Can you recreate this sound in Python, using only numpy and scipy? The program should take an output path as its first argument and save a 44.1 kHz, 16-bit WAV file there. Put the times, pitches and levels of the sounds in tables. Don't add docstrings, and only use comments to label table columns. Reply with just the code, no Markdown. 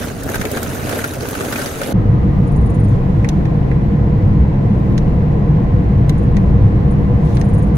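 import sys
import numpy as np
from scipy import signal
from scipy.fft import rfft, irfft, next_fast_len
from scipy.io import wavfile
from scipy.ndimage import uniform_filter1d

SR = 44100
rng = np.random.default_rng(int(sys.argv[2]) if len(sys.argv) > 2 else 0)


def bounce(signal):
    frames = np.transpose(np.atleast_2d(signal))
    limited = np.clip(frames, -1, 1)
    pcm = np.round(limited * 32767).astype(np.int16)
    wavfile.write(sys.argv[1], SR, pcm)


N = 342657
TIME = np.arange(N) / SR
HZ = np.fft.rfftfreq(2 ** 15, 1 / SR)


# time_s, change_db
PULL_STRENGTH = [(0.0, 0.5), (0.03, 4.5), (0.15, -4.5), (0.36, 3.5), (0.39, 0.5), (0.42, 1), (0.48, -0.5),
                 (0.57, 5), (0.61, 0.5), (0.635, 3.5), (0.66, 2), (0.84, 1.5), (0.9, 5), (0.99, 4),
                 (1.1, 0), (1.155, 0), (1.19, -5), (1.215, 0.5), (1.35, 2.5), (1.44, 2.5), (1.62, 5),
                 (1.74, -0.5), (1.83, 1.5), (1.91, 0.2)]
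# middle_s, length_s, level_db
AXLE_BOUNCES = [(0.26, 0.099, -26), (0.4, 0.12, -22), (0.69, 0.2, -26), (0.85, 0.19, -25), (1.2, 0.16, -26)]
SHELL_DRUMS = [(0.29, 0.14, -27), (0.45, 0.058, -30), (0.55, 0.2, -26), (0.96, 0.15, -25.5),
               (1.44, 0.2, -24.5), (1.91, 0.15, -21)]
# pitch_hz, level_db
THUMP_TONE = [(20, -9), (45, -4.5), (75, -4), (110, -6), (190, -4.5), (250, -7.5), (360, -29), (600, -52),
              (1500, -98)]
SHELL_TONE = [(120, -35), (195, -10.5), (240, 2.5), (285, 4.5), (335, -2.5), (390, 2.5), (520, 0.5),
              (660, -1.5), (850, -10), (1100, -25), (2000, -38), (5000, -79)]
WHEEL_TONE = [(300, -26), (800, 4), (1000, 0), (1250, 3.5), (1750, 1.5), (2100, 0.5), (2800, -1),
              (4000, -5), (5500, -8.5), (9000, -7), (16000, -12)]
GRIT_TONE = [(1500, 13), (3500, -6.5), (5200, 1.5), (6600, 8.5), (7600, -1.5), (9000, 1.5), (11000, 7.5),
             (13000, -2), (16000, 0)]
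# pitch_hz, width_hz, boost_db
THUMP_PEAKS = [(92, 36, 10.4), (136, 25, 10)]
CLATTER_PEAKS = [(1520, 570, 6.9)]
GRIT_PEAKS = [(3850, 530, 12), (6330, 180, 4.5)]

def rolling_suitcase():
    pull_db, = curves(PULL_STRENGTH)
    coarse = impacts(per_s=300, spread_db=0.5, fade_s=0.011, wash=1.0)
    gravel = impacts(per_s=700, spread_db=2.4, fade_s=0.012, wash=0.9)
    sand = impacts(per_s=700, spread_db=3.4, fade_s=0.006, wash=0.8)
    rattle = patchy(gravel, depth_db=2.9, width_hz=450, seconds=0.016)
    fizz = patchy(sand, depth_db=3.8, width_hz=800, seconds=0.016)
    thump_gain = follow(pull_db, level_db=-27, share=0.17, drift_db_per_s=-1.6)
    shell_gain = follow(pull_db, level_db=-29, share=0.65, drift_db_per_s=0.1)
    clatter_gain = follow(pull_db, level_db=-33.5, share=1.19, drift_db_per_s=0.31)
    grit_gain = follow(pull_db, level_db=-36.5, share=0.56, drift_db_per_s=1.9)
    out = np.hypot(thump_gain, swells(AXLE_BOUNCES)) * rolling_layer(coarse, THUMP_TONE, THUMP_PEAKS)
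    out += np.hypot(shell_gain, swells(SHELL_DRUMS)) * rolling_layer(coarse, SHELL_TONE)
    out += clatter_gain * rolling_layer(rattle, WHEEL_TONE, CLATTER_PEAKS)
    return out + grit_gain * rolling_layer(fizz, GRIT_TONE, GRIT_PEAKS)


# start_s, strength_db, pitch_hz
STONE_HITS = [(0.29, -18, 1700), (0.343, -16, 1580), (0.3555, -18, 1650), (0.4137, -18, 1770),
              (0.452, -19.5, 2230), (0.571, -20, 1500), (0.893, -21, 5440), (0.926, -20, 1440),
              (0.9886, -18, 1640), (1.041, -16, 1500), (1.2074, -26, 4700), (1.229, -29, 1440),
              (1.35, -21, 1500), (1.4066, -18, 1360), (1.5246, -17, 1630), (1.558, -19, 2420),
              (1.583, -23, 1470), (1.615, -21, 1580), (1.618, -24.5, 4720), (1.66, -22, 4820),
              (1.815, -17.5, 1580), (1.833, -25, 5300)]

def wheel_jolts():
    out = np.zeros((2, N))
    for start_s, strength_db, pitch_hz in STONE_HITS:
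        hit = burst(fade_s=0.043, echo_db=-19, echo_fade_s=0.068)
        clack = colour(hit, WHEEL_TONE, [(pitch_hz, 600, 13)])
        spray = colour(burst(fade_s=0.06, echo_db=2, echo_fade_s=0.062), GRIT_TONE)
        add(out, start_s, at_peak(clack, strength_db - 0.5) + at_peak(spray, strength_db - 10.5))
    return out


# start_s, level_db, pitch_hz
WHEEL_DROPS = [(0.29, -26, 464), (0.444, -13.5, 420), (0.529, -18, 370), (0.556, -27, 480),
               (0.62, -25, 303), (0.866, -20, 560), (0.931, -17.5, 388), (0.956, -27, 470),
               (1.159, -21, 566), (1.225, -16.5, 434), (1.386, -24, 443), (1.588, -20, 566),
               (1.812, -14, 505)]

def shell_knocks():
    out = np.zeros((2, N))
    for start_s, level_db, pitch_hz in WHEEL_DROPS:
        hit = burst(fade_s=0.11, echo_db=-10, echo_fade_s=0.19)
        middle, side = resonate(hit, pitch_hz, width_hz=184)
        knock = np.array([middle + 0.37 * side, middle - 0.32 * side])
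        add(out, start_s, at_peak(knock, level_db))
    return out


# start_s, strength_db
CRACKLES = [(0.2343, -29.5), (0.298, -29), (0.515, -25.5), (0.63, -23.5), (0.748, -34), (0.893, -28),
            (1.076, -32), (1.1364, -29), (1.287, -25.5), (1.31, -29), (1.4421, -34), (1.576, -30)]
# pitch_hz, level_db
CRACK_TONE = [(1500, -31), (4000, -6), (6500, 1), (10000, 1), (12000, 3), (14000, 4), (16000, 2.5)]

def crackles():
    out = np.zeros((2, N))
    for start_s, strength_db in CRACKLES:
        crack = colour(burst(fade_s=0.025, echo_db=-19, echo_fade_s=0.08), CRACK_TONE)
        add(out, start_s, at_peak(crack, strength_db + 5.5))
    return out


# pitch_hz, width_hz
HIGH_RINGS = [(11260, 270), (12020, 220)]
# time_s, lower_ring_db, upper_ring_db
HIGH_RING_LEVELS = [(0, -60, -51), (0.05, -54, -40), (0.17, -64, -62), (0.26, -53, -48), (0.33, -36, -37),
                    (0.39, -55, -44), (0.5, -56, -44), (0.62, -47, -42), (0.68, -48, -50), (0.79, -52, -38),
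                    (0.9, -42, -44), (1.0, -42, -40), (1.07, -36, -56), (1.19, -58, -60), (1.28, -47, -43),
                    (1.39, -52, -54), (1.54, -39.5, -42), (1.75, -54, -55), (1.88, -41, -48)]

def high_ringing():
    taps = impacts(per_s=90, spread_db=2.6, fade_s=0.06, wash=0.25)
    out = np.zeros((2, N))
    for (pitch_hz, width_hz), level_db in zip(HIGH_RINGS, curves(HIGH_RING_LEVELS)):
        ring = in_lane(resonate(taps, pitch_hz, width_hz))
        out += gain_of(level_db) * steadied(ring, seconds=0.11)
    return out


# time_s, level_db
ROAD_ROUGHNESS = [(1.95, -19), (2.15, -17), (2.5, -17.5), (3.1, -19), (3.45, -20), (4.28, -16.5),
                  (4.6, -22), (4.85, -17.5), (5.4, -18.5), (6.55, -15), (7.3, -18), (7.77, -16)]
# pitch_hz, level_db
BOOM_TONE = [(8, -23), (20, -7), (27, 2), (40, -8), (50, 1.5), (70, -7.5), (85, -5.5), (110, -27.5),
             (300, -56), (1000, -90)]
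RUMBLE_TONE = [(30, -44), (70, -8), (90, -5.5), (120, -1), (178, -3.5), (216, -6.5), (228, -18), (330, -19),
               (600, -44.5), (1500, -84.5)]
TYRE_TONE = [(120, -25), (250, -0.5), (335, -2), (380, -10.5), (440, -8.5), (540, -8.5), (630, -11),
             (800, -11.5), (1080, -18), (1280, -32.5), (2500, -47), (6000, -80)]
AIR_TONE = [(500, -18), (1200, 4), (1900, 2.5), (2400, -3.5), (3000, -9), (4000, -16.5), (5000, -18.5),
            (6700, -22.5), (7600, -29), (11000, -30), (16000, -29)]
# pitch_hz, width_hz, boost_db
BOOM_RINGS = [(25, 7.4, 2.7), (55.6, 31, 1.7), (62.75, 5.1, 15.2)]
CABIN_RINGS = [(104, 22, 5), (131.74, 4, 8), (151.5, 11, 6.6), (198.1, 19, 6.7)]
TYRE_RINGS = [(257.6, 21, 4), (310.7, 12, 5), (353.5, 6.9, 6), (425.5, 89, 4.5), (479.8, 30, 10),
              (696, 30, 4.5), (930, 13, -2.5), (1017, 41, 6.5)]

def road_noise():
    road_db, = curves(ROAD_ROUGHNESS)
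    rough_db = road_db - road_db.mean()
    rumble_gain = follow(rough_db, level_db=-14, share=0.2, drift_db_per_s=0.1)
    tyre_gain = follow(rough_db, level_db=-24.5, share=0.038, drift_db_per_s=0.15)
    air_gain = follow(rough_db, level_db=-40.5, share=0.05, drift_db_per_s=0.03)
    out = gain_of(road_db) * cabin_noise(BOOM_TONE, BOOM_RINGS)
    out += rumble_gain * cabin_noise(RUMBLE_TONE, CABIN_RINGS)
    out += tyre_gain * cabin_noise(TYRE_TONE, TYRE_RINGS)
    return out + air_gain * cabin_noise(AIR_TONE, rings=[(1995, 65, 3.2), (4040, 490, 3.6)])


# start_s, strength_db, pitch_hz, fade_s (time to fall by 60 dB)
SHORT_BOOMS = [(1.937, -1.5, 185, 0.24), (2.577, 0.5, 58.4, 0.21), (3.97, -2.5, 132.8, 0.26),
               (4.28, -6.5, 178.4, .2), (4.384, 3.5, 63, 0.35), (4.699, 1.5, 200.5, 0.21),
               (4.791, -5, 61.4, 0.48), (5.119, -5.5, 61.6, 0.29), (5.49, -6, 149.4, 0.34),
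               (5.98, -2, 127, 0.31), (6.359, -6, 198, .22), (6.47, -4, 64.2, 0.43)]

def cabin_booms():
    out = np.zeros((2, N))
    t = np.arange(SR // 2) / SR
    rise = 1 - np.exp(-t / 0.015)
    for start_s, strength_db, pitch_hz, fade_s in SHORT_BOOMS:
        boom = rise * gain_of(strength_db - 60 * t / fade_s) * np.sin(2 * np.pi * pitch_hz * t)
        add(out, start_s, np.array([boom, boom]))
    return out


# middle_s, length_s, level_db
ENGINE_SWELLS = [(2.1, 0.38, -14), (2.43, 0.21, -18), (2.88, 0.46, -15), (3.2, 0.44, -17.5),
                 (4.28, 0.34, -13), (4.69, 0.15, -15), (5.78, 0.22, -18), (6.0, 0.23, -14.5),
                 (6.62, 0.39, -13.5), (7.17, 0.16, -18), (7.55, 0.13, -14.5)]

def engine(firing_hz=100.75, waver_hz=2.31):
    pitch_hz = firing_hz + waver_hz * wobble(N, smooth_samples=4000)
    return swells(ENGINE_SWELLS) * np.sqrt(2) * np.sin(2 * np.pi * np.cumsum(pitch_hz) / SR)


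# start_s, knock_db, snap_db, pitch_hz, treble_db, fade_s, left_minus_right_db
TRIM_TICKS = [(3.245, -19, -36, 9200, 0, .026, -2), (3.2887, -34, -22, 6100, 3, 0.016, 1),
              (3.454, -31, -42, 3800, -7, .025, 1), (3.714, -29, -46, 3020, -4, .03, -4),
              (4.9783, -26, -28.5, 5800, -6, .024, -1), (6.0942, -26.5, -26.5, 3900, 9, 0.018, -1.5),
              (6.3676, -27, -29.5, 4800, -4, .021, -.5), (7.3688, -28.5, -34, 4200, -14, 0.023, 1),
              (7.413, -26, -30, 5400, 0, .018, 2)]
# pitch_hz, level_db
KNOCK_TONE = [(500, -21), (1200, 8), (1600, 22), (2000, 23), (2650, 13), (3100, -9), (5000, -15),
              (9000, -25), (16000, -35)]
SNAP_TONE = [(1000, -24), (2700, -1), (3350, 2), (3950, 2.5), (4500, -4), (5500, -3), (6500, -1.5),
             (7500, -10), (9600, -7), (11000, -15.5), (13500, -18), (16000, -25)]

def trim_ticks(echo_s=0.0065, echo_db=-11.5):
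    out = np.zeros((2, N))
    for start_s, knock_db, snap_db, pitch_hz, treble_db, fade_s, left_db in TRIM_TICKS:
        knock = colour(burst(fade_s, echo_db=-19, echo_fade_s=0.16), KNOCK_TONE)
        snap_rings = [(pitch_hz, 1900, 6), (13000, 9000, treble_db)]
        snap = colour(burst(fade_s, echo_db=-21, echo_fade_s=0.075), SNAP_TONE, snap_rings)
        tick = at_peak(knock, knock_db) + at_peak(snap, snap_db)
        tick *= gain_of([[left_db / 2], [-left_db / 2]])
        add(out, start_s, tick)
        add(out, start_s + echo_s, gain_of(echo_db) * tick[::-1])
    return out


# start_s, note_db, scrape_db
TRIM_RUBS = [(2.467, -54, -52), (2.514, -64, -52), (2.557, -56, -48), (2.605, -56, -64), (2.653, -51, -56),
             (2.695, -62, -49), (2.74, -56, -49), (2.791, -51, -58), (2.835, -48, -53), (2.881, -53, -52),
             (6.175, -69, -51), (6.225, -59, -59), (6.907, -61, -50.5), (7.246, -63, -53),
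             (7.344, -51, -49), (7.39, -53, -54), (7.44, -51, -55), (7.485, -56, -52), (7.533, -49, -47),
             (7.577, -45, -51), (7.62, -54, -48), (7.665, -58, -59), (7.748, -54, -49)]
# pitch_hz, level_db
SCRAPE_TONE = [(4000, -29), (6300, -9.5), (6950, 0), (7600, -15.5), (8700, -2.5), (9350, 3), (10000, -3.5),
               (10800, -23), (16000, -23)]

def trim_squeaks(high_hz=9200, low_hz=6850, low_db=-17.5, waver_hz=50):
    out = np.zeros((2, N))
    t = np.arange(SR // 16) / SR
    scrape_rise_s, note_rise_s = 0.0069, 0.012
    scrape_shape = t / scrape_rise_s * np.exp(1 - t / scrape_rise_s)
    note_shape = (t / note_rise_s * np.exp(1 - t / note_rise_s)) ** 3
    for start_s, note_db, scrape_db in TRIM_RUBS:
        bend_hz = 120 * np.exp(-t / 0.005) + waver_hz * wobble(len(t), smooth_samples=90)
        bend_hz += 55 * rng.standard_normal()
        high, low = (np.sin(2 * np.pi * (np.cumsum(hz + bend_hz) / SR + 0.45 * rng.random((2, 1))))
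                     for hz in (high_hz, low_hz))
        scrape = scrape_shape * evened(colour(rng.standard_normal((2, len(t))), SCRAPE_TONE))
        note = np.sqrt(2) * note_shape * (high + gain_of(low_db) * low)
        add(out, start_s, gain_of(note_db) * note + gain_of(scrape_db) * scrape)
    return out


# time_s, pitch_hz
TREAD_PITCH = [(1.95, 1250), (2.55, 1197), (2.9, 1030), (4.3, 1010), (7.77, 1141)]

def tread_hum(level_db=-44.5, width_hz=110):
    noise = rng.standard_normal((2, N)) + 1j * rng.standard_normal((2, N))
    slow_noise = signal.sosfilt(signal.butter(2, width_hz / 2, fs=SR, output="sos"), noise)
    pitch_hz, = curves(TREAD_PITCH)
    hum = (slow_noise * np.exp(2j * np.pi * np.cumsum(pitch_hz) / SR)).real
    return gain_of(level_db) * evened(in_cabin(hum))


# middle_s, length_s, level_db
TRIM_RUSTLES = [(2.93, .14, -55), (3.25, 0.89, -58.5), (7.32, 0.32, -49.5)]

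def trim_rustles():
    return swells(TRIM_RUSTLES) * evened(colour(rng.standard_normal((2, N)), SNAP_TONE))


# pitch_hz, level_db
HISS_TONE = [(3000, -13), (6000, 1), (7600, -1), (11000, 0), (16000, -2.5)]
# time_s, level_db
HISS_LOUDNESS = [(2.2, -73), (2.33, -64), (2.6, -64), (2.9, -63), (3.1, -65), (3.3, -66), (3.75, -67),
                 (4.3, -77), (4.6, -71), (4.75, -62), (5.15, -65.5), (5.5, -75.5), (6.25, -66), (6.6, -72),
                 (7.15, -69), (7.35, -58), (7.77, -69)]

def faint_hiss():
    grains = impacts(per_s=150, spread_db=3, fade_s=0.03, wash=1.0)
    level_db, = curves(HISS_LOUDNESS)
    return gain_of(level_db) * evened(in_cabin(colour(grains, HISS_TONE)))


# pitch_hz, likeness (1 means the same)
LANE_LIKENESS = [(60, 0.57), (130, 0.97), (290, 0.81), (640, 0.48), (1400, 0.033), (3000, 0.43),
                 (7000, 0.18), (15000, -0.37)]
# pitch_hz, left_minus_right_db
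LANE_BALANCE = [(60, -2.5), (300, 0), (1300, -0.5), (4000, -2.5), (10500, -0.5), (12500, 5), (15000, 2)]

def in_lane(x):
    return stereo(x, LANE_LIKENESS, LANE_BALANCE)


# pitch_hz, likeness (1 means the same)
CABIN_LIKENESS = [(60, 0.99), (130, 0.98), (290, 0.83), (640, 0.24), (1410, -0.29), (3100, 0.15),
                  (6820, -0.03), (15000, -0.33)]

def in_cabin(x):
    return stereo(x, CABIN_LIKENESS)


def rolling_layer(shaking, tone, peaks=()):
    return steadied(in_lane(colour(shaking, tone, peaks)), seconds=0.06)


def cabin_noise(tone, rings=()):
    return steadied(in_cabin(colour(rng.standard_normal((2, N)), tone, rings)), seconds=0.17)


def impacts(per_s, spread_db, fade_s, wash):
    sizes = gain_of(spread_db * np.minimum(rng.exponential(1, N), 4))
    hits = sizes * (rng.random(N) < per_s / SR)
    energy = signal.lfilter([1], [1, -gain_of(-120 / (fade_s * SR))], hits ** 2)
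    return np.sqrt(energy / energy.mean() + wash) * rng.standard_normal((2, N))


def burst(fade_s, echo_db, echo_fade_s, rise_s=0.00023):
    t = np.arange(SR // 8) / SR
    rise = 1 - np.exp(-t / rise_s)
    fall = gain_of(-60 * t / fade_s) + gain_of(echo_db - 60 * t / echo_fade_s)
    return rng.standard_normal((2, len(t))) * rise * fall


def patchy(x, depth_db, width_hz, seconds):
    size, hop = 256, 64
    slices = signal.stft(x, SR, nperseg=size, noverlap=size - hop)[2]
    patches = rng.standard_normal(slices.shape[1:])
    for axis, span in enumerate([width_hz * size / SR, seconds * SR / hop]):
        patches = uniform_filter1d(patches, max(round(span), 1), axis)
    slices *= gain_of(depth_db * evened(patches))
    return signal.istft(slices, SR, nperseg=size, noverlap=size - hop)[1][:, :x.shape[1]]


def colour(x, tone, rings=()):
    db = read(tone) + sum(boost / (1 + (2 * (HZ - hz) / width) ** 2) for hz, width, boost in rings)
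    log_gain = np.log(gain_of(np.r_[db, db[-2:0:-1]]))
    response = np.fft.ifft(np.exp(np.conj(signal.hilbert(log_gain)))).real[:len(HZ) // 2]
    return signal.oaconvolve(x, response[None, :x.shape[1]], axes=1)[:, :x.shape[1]]


def resonate(x, pitch_hz, width_hz):
    b, a = signal.iirpeak(pitch_hz, pitch_hz / width_hz, fs=SR)
    return signal.lfilter(b, a, signal.lfilter(b, a, x))


def stereo(x, likeness, balance=((1, 0),)):
    size = next_fast_len(N)
    hz = np.fft.rfftfreq(size, 1 / SR)
    alike, lean = read(likeness, hz), gain_of(read(balance, hz) / 2)
    first, second = rfft(x, size)
    middle, side = first * np.sqrt((1 + alike) / 2), second * np.sqrt((1 - alike) / 2)
    return irfft([(middle + side) * lean, (middle - side) / lean], size)[:, :N]


def follow(control_db, level_db, share, drift_db_per_s):
    return gain_of(level_db + share * control_db + drift_db_per_s * TIME)


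def swells(rows):
    return sum(gain_of(level_db) * np.cos(np.pi * np.clip((TIME - middle_s) / length_s, -0.5, 0.5)) ** 2
               for middle_s, length_s, level_db in rows)


def wobble(samples, smooth_samples):
    return evened(uniform_filter1d(rng.standard_normal(samples), smooth_samples))


def curves(rows):
    times_s, *columns = np.transpose(rows)
    return [np.interp(TIME, times_s, column) for column in columns]


def read(points, hz=HZ):
    pitch_hz, values = np.transpose(points)
    return np.interp(np.log(hz + 1), np.log(pitch_hz + 1), values)


def add(mix, start_s, sound):
    part = mix[:, round(start_s * SR):][:, :sound.shape[1]]
    part += sound[:, :part.shape[1]]


def at_peak(x, level_db):
    return gain_of(level_db) * x / np.sqrt(uniform_filter1d(x.mean(0) ** 2, 32).max() * 2)


def steadied(x, seconds):
    power = uniform_filter1d((x ** 2).mean(0), int(seconds * SR))
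    return x / np.sqrt(abs(power) + 1e-20)


def evened(x):
    return x / np.sqrt(np.mean(x ** 2) + 1e-20)


def gain_of(db):
    return 10 ** (np.asarray(db) / 20)


def scene():
    lane_end_s, car_start_s = 1.93, 1.938
    suitcase = rolling_suitcase() + high_ringing() + wheel_jolts() + shell_knocks() + crackles()
    car = (road_noise() + engine() + cabin_booms()) * gain_of([[0.15], [-0.15]])
    car += tread_hum() + trim_rustles() + trim_ticks() + trim_squeaks() + faint_hiss()
    lane_on = np.clip((lane_end_s - TIME) / 0.002, 0, 1)
    fade_in_s = [lane_end_s - 0.004, lane_end_s, car_start_s, car_start_s + 0.004]
    car_on = np.interp(TIME, fade_in_s, [0, 0.45, 0.55, 1])
    return lane_on * suitcase + car_on * car


def record(dry):
    limited = dry / (1 + dry ** 12) ** (1 / 12)
    low_pass = signal.firwin(511, cutoff=15780, window=("kaiser", 9), fs=SR)
    return signal.oaconvolve(limited, low_pass[None], "same")


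dry = scene()
out = record(dry)
bounce(out)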